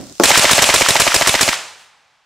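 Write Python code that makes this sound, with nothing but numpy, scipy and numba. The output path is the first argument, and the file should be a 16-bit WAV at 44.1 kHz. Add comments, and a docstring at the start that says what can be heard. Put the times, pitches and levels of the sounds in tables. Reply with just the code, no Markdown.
"""Submachine gun on a wooded range

Ten uneven rounds on a grassy range ringed by trees, close to a small camera's stereo microphone.
A hollow clunk of the action leads the burst. Each muzzle blast slaps back in the same pattern from
trunks, targets and the earth bank, then washes out through the wood. The shots overload the microphone."""
import sys
import numpy as np
from scipy import signal
from scipy.fft import rfft, irfft
from scipy.io import wavfile
from numba import njit

SR = 44100
rng = np.random.default_rng(int(sys.argv[2]) if len(sys.argv) > 2 else 0)


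def to_wav(s):
    """Save 16-bit WAV."""
    ch = np.atleast_2d(s).T  # columns
    pcm = np.round(np.clip(ch, -1, 1) * 32767)  # PCM
    wavfile.write(sys.argv[1], SR, pcm.astype(np.int16))


N = 99225
ATTACK_S, ACTION_S, TOP_HZ = .00052, .198, 15700


def undb(db):
    """Decibels to gain."""
    return 10 ** (np.asarray(db) / 20)


def high_pass(x, hz):
    """Remove the bass below hz."""
    return signal.sosfilt(signal.butter(2, hz, "high", fs=SR, output="sos"), x)


def spectrum(points):
    """Gain at every frequency, from (Hz, dB) points."""
    hz, db = np.array(sorted(points)).T
    bins_hz = np.arange(N // 2 + 1) * SR / N
    return undb(np.interp(np.log(bins_hz + 1), np.log(hz), db))


# stereo width at the microphone (frequency [Hz], side over mid [dB])
STEREO_WIDTH = [(40, -8), (130, -6.5), (300, -9.5), (700, -13.5), (2000, -14.5), (4400, -12.5), (8500, -8),
                (11000, -11.5), (15000, -31)]
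def noise(colour, side_db=0):
    """Coloured mid-side noise as left and right, rms 1."""
    mid, side = rfft(rng.standard_normal((2, N))) * spectrum(colour)
    side = side * spectrum(STEREO_WIDTH) * undb(side_db)
    stereo = irfft(np.array([mid + side, mid - side]), N)
    return stereo / stereo.std()


def envelope(start, attack, hold, t60):
    """Linear rise, hold, exponential release; times in seconds."""
    t = np.arange(N) / SR - start
    release = np.exp(-np.log(1000) * np.maximum(t - attack - hold, 0) / t60)
    return np.clip(t / attack, 0, 1) * release


def ring(start, hz, t60):
    """A damped oscillation."""
    out = np.zeros(N)
    i = np.arange(int(start * SR) + 1, min(N, int((start + 2 * t60) * SR)))
    t = i / SR - start
    out[i] = np.sin(2 * np.pi * hz * t) * np.exp(-np.log(1000) * t / t60)
    return out + 1e-18


# the range before the burst: hiss, rumble, still air (frequency [Hz], level [dB])
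HISS_COLOUR = [(100, -4), (2000, -10), (3500, -5), (5200, -0.5), (8500, -4.5), (9800, -14), (13000, -16),
               (16000, -23.5)]
RUMBLE_COLOUR = [(30, -28.5), (70, -15), (150, -9.5), (250, -2.5), (370, -8.5), (450, -22.5), (570, -12.5),
                 (900, -25), (2000, -31.5), (8000, -48)]
AIR_COLOUR = [(25, -8.5), (70, -2.5), (150, -6.5), (400, -9), (1500, -6.5), (6000, -9.5), (10000, -20),
              (16000, -29.5)]
def background():
    """Rumble, hiss and faint ticking fade out under the burst, over still air."""
    ticks = sum(envelope(.012 + k * .0283, .00041, .00046, .0043) for k in range(7))
    hiss = (undb(-43.5) + undb(-37) * ticks) * noise(HISS_COLOUR, side_db=9.5)
    roll = undb(-27.5) * envelope(0, ATTACK_S, hold=.003, t60=.25)
    swell = undb(-41) * envelope(0, attack=.12, hold=.0025, t60=.073)
    rumble = (roll + swell) * noise(RUMBLE_COLOUR)
    fade = envelope(0, ATTACK_S, hold=ACTION_S, t60=.2)
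    return (hiss + rumble) * fade + undb(-73.5) * noise(AIR_COLOUR)


# the action's knock and rebound (time [s], level [dB])
ACTION_HITS = [(0.1995, -2.5), (0.2087, -7.5)]
# its hollow modes (frequency [Hz], level [dB], t60 [s])
ACTION_MODES = [(200, -2.5, .06), (364, 2, 0.065), (474, 4, 0.018), (575, -5.5, 0.075), (694, -6.5, 0.12),
                (870, -4, 0.028), (1106, -7.5, 0.04), (1340, -7, .035)]
# its rattle (frequency [Hz], level [dB])
RATTLE_COLOUR = [(50, -25), (200, -3.5), (480, 8.5), (1200, -6), (2000, -23), (6000, -10.5), (10000, -26.5),
                 (16000, -30)]
def action_clunk(contact_s=.00036):
    """Close by, the action knocks, rebounds and rattles just before the first round."""
    modes = sum(undb(hit_db + db) * ring(start, hz, t60)
                for start, hit_db in ACTION_HITS for hz, db, t60 in ACTION_MODES)
    push = np.hanning(int(contact_s * SR) + 2)
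    body = signal.lfilter(push / push.sum(), 1, modes)
    body = high_pass(high_pass(body, 210), 210)
    strike = undb(-7) * envelope(ACTION_S, ATTACK_S, hold=.002, t60=.011)
    ringing = undb(-16) * envelope(ACTION_S, ATTACK_S, hold=.026, t60=.34)
    return body + (strike + ringing) * noise(RATTLE_COLOUR, side_db=3.5)


# the ten rounds (time [s], level [dB])
ROUNDS = [(0.2354, 9.5), (0.374, 4.5), (0.5110, 3.5), (0.6206, 2.5), (0.7402, 2), (0.8854, 0), (0.9980, 0),
          (1.1417, -.5), (1.2720, -1), (1.409, -1.5)]
def every_shot(response, order=1):
    """Repeat a response at each shot; order 2 sums power."""
    out = np.zeros_like(response)
    for start, db in ROUNDS:
        i = int(start * SR)
        out[..., i:] += undb(db) ** order * response[..., :N - i]
    return out


def scattered(colour, db, shape, repeat=.65):
    """A noisy arrival after each shot; the share `repeat` of its power is the same every time."""
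    same = every_shot(noise(colour) * shape)
    fresh = noise(colour) * np.sqrt(every_shot(shape ** 2, order=2))
    return undb(db) * (np.sqrt(repeat) * same + np.sqrt(1 - repeat) * fresh)


# the blast at close range (frequency [Hz], level [dB])
BLAST_COLOUR = [(30, 1), (60, -5.5), (200, 5.5), (600, 9), (2400, 5.5), (4500, 4), (8000, 5), (11000, -3.5),
                (16000, -14)]
def muzzle_blasts():
    """The bright, torn report at the muzzle."""
    return scattered(BLAST_COLOUR, -5, envelope(0, attack=.00092, hold=.0058, t60=.067))


def knocks(table, pitch_spread=.09, port_db=-.8, port_s=.00002):
    """Damped pulses after every shot, varying in pitch, slightly unequal at the two microphone ports."""
    chance = rng.standard_normal((len(ROUNDS), len(table), 3))
    out = np.zeros((2, N))
    for (start, shot_db), draws in zip(ROUNDS, chance):
        for (delay, db, hz, t60), (drift, tilt, lag) in zip(table, draws):
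            pitch = hz * np.exp(pitch_spread * drift)
            for port, sign in enumerate((1, -1)):
                gain = undb(shot_db + db + sign * tilt * port_db)
                out[port] += gain * ring(start + delay + sign * lag * port_s, pitch, t60)
    return out


# slaps off flat faces, and low pressure pushes (delay [s], level [dB], frequency [Hz], t60 [s])
FACE_SLAPS = [(.0042, -5, 780, .007), (0.022, -2, 2400, .005), (.0215, 2.5, 3900, .008),
              (.0690, -2, 740, 0.018), (.0722, 4, 670, 0.008), (.0783, 2, 2157, .006),
              (.0845, 1.5, 2060, .004), (.1225, -2, 1296, 0.0074)]
PRESSURE_PUSHES = [(.0010, -16, 75, 0.02), (.0210, -16, 85, 0.037), (.0700, -19.5, 100, .018),
                   (.0780, -3, 80, 0.0076)]
def slaps_and_thumps():
    """Flat faces return compact slaps; the blast and its strongest returns push on the microphone."""
    return high_pass(knocks(FACE_SLAPS), 560) + knocks(PRESSURE_PUSHES)


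# returns off trunks and bank (delay [s], level [dB], hold [s], t60 [s], peak [Hz], bass [dB])
SPREAD_ECHOES = [(.0192, -8, .005, .02, 3590, 0.5), (.0470, -26.5, .003, .03, 1306, -10.5),
                 (0.06, -19, 0.00079, 0.024, 4940, -16.5), (0.0691, -10.5, 0.0014, 0.017, 2255, -19),
                 (0.0794, -7, 0.0012, 0.035, 2000, -4.5), (0.104, -21.5, 0.023, .05, 1900, -26),
                 (0.118, -17, 0.0024, 0.017, 1390, -27.5), (0.129, -17.5, 0.0024, .08, 2185, -25),
                 (.3700, -49, .05, 0.34, 2800, -22)]
def echoes():
    """Trunks and the earth bank send each blast back spread into a short burst of noise."""
    out = np.zeros((2, N))
    for delay, db, hold, t60, peak_hz, bass_db in SPREAD_ECHOES:
        bass = [(25, bass_db - 9.5), (55, bass_db), (230, bass_db), (400, bass_db - 3)]
        treble = [(peak_hz, 0), (min(3 * peak_hz, TOP_HZ - 1), -7), (TOP_HZ, -27)]
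        out += scattered(bass + treble, db, envelope(delay, ATTACK_S, hold, t60))
    return out


# reverberation of near foliage, the wood and the far country (frequency [Hz], level [dB])
FOLIAGE_COLOUR = [(40, -28.5), (150, -8.5), (360, -12), (600, 4.5), (1700, -0.5), (2500, 5.5), (4000, 1),
                  (7500, 4.5), (10500, -4.5), (16000, -21)]
WOOD_COLOUR = [(25, -37), (80, -20), (250, -16), (600, -3), (1500, -1), (2600, -2.5), (5000, -6),
               (8000, -10), (11000, -24), (16000, -43.5)]
FAR_COLOUR = [(25, -23.5), (80, -7), (150, -8), (350, -13.5), (800, 2.5), (1300, 1), (2800, -2.5),
              (5000, -8.5), (8000, -17), (16000, -41.5)]
def wash():
    """Diffuse reverberation, duller and longer from farther away."""
    foliage = scattered(FOLIAGE_COLOUR, -17, envelope(0, attack=.0027, hold=.052, t60=.48))
    wood = scattered(WOOD_COLOUR, -22.5, envelope(0, attack=.1, hold=.03, t60=.68))
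    far = scattered(FAR_COLOUR, -53.5, envelope(0, attack=.17, hold=.25, t60=2.65))
    return foliage + wood + far


# a faint click (frequency [Hz], level [dB])
CLICK_COLOUR = [(100, -4), (350, 4), (700, -6), (4000, -2), (7500, 4), (10000, -12), (16000, -6)]
def click():
    """One tiny dry click between the last two rounds."""
    return undb(-45) * envelope(1.3, ATTACK_S, hold=.0005, t60=.012) * noise(CLICK_COLOUR)


def scene(left_over_right_db=-.75):
    """The range from beside the gun, a touch louder in the right channel."""
    gunfire = muzzle_blasts() + slaps_and_thumps() + echoes() + wash()
    mix = gunfire + action_clunk() + click() + background()
    return mix * undb(np.array([[left_over_right_db], [-left_over_right_db]]) / 2)


@njit
def follow(size, attack_s, release_s):
    """Follow a level, quickly up and slowly down."""
    rise, fall = 1 / (1 + attack_s * SR), 1 / (1 + release_s * SR)
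    out, level = np.empty(len(size)), 0.
    for i in range(len(size)):
        level += (size[i] - level) * (rise if size[i] > level else fall)
        out[i] = level
    return out


def record(dry, threshold_db=-7, ratio=6.5, ceiling=.88):
    """The camera's gain control squeezes the shots, the fastest peaks overload; bass and top are cut."""
    loudness = follow(np.abs(dry).max(axis=0), attack_s=.0027, release_s=.013)
    held = dry * np.maximum(loudness / undb(threshold_db), 1) ** (1 / ratio - 1)
    clipped = held / (1 + (held / ceiling) ** 6) ** (1 / 6)
    top_cut = signal.ellip(10, .2, 70, TOP_HZ, fs=SR, output="sos")
    return signal.sosfilt(top_cut, high_pass(clipped, 29))


dry = scene()
out = record(dry)
to_wav(out)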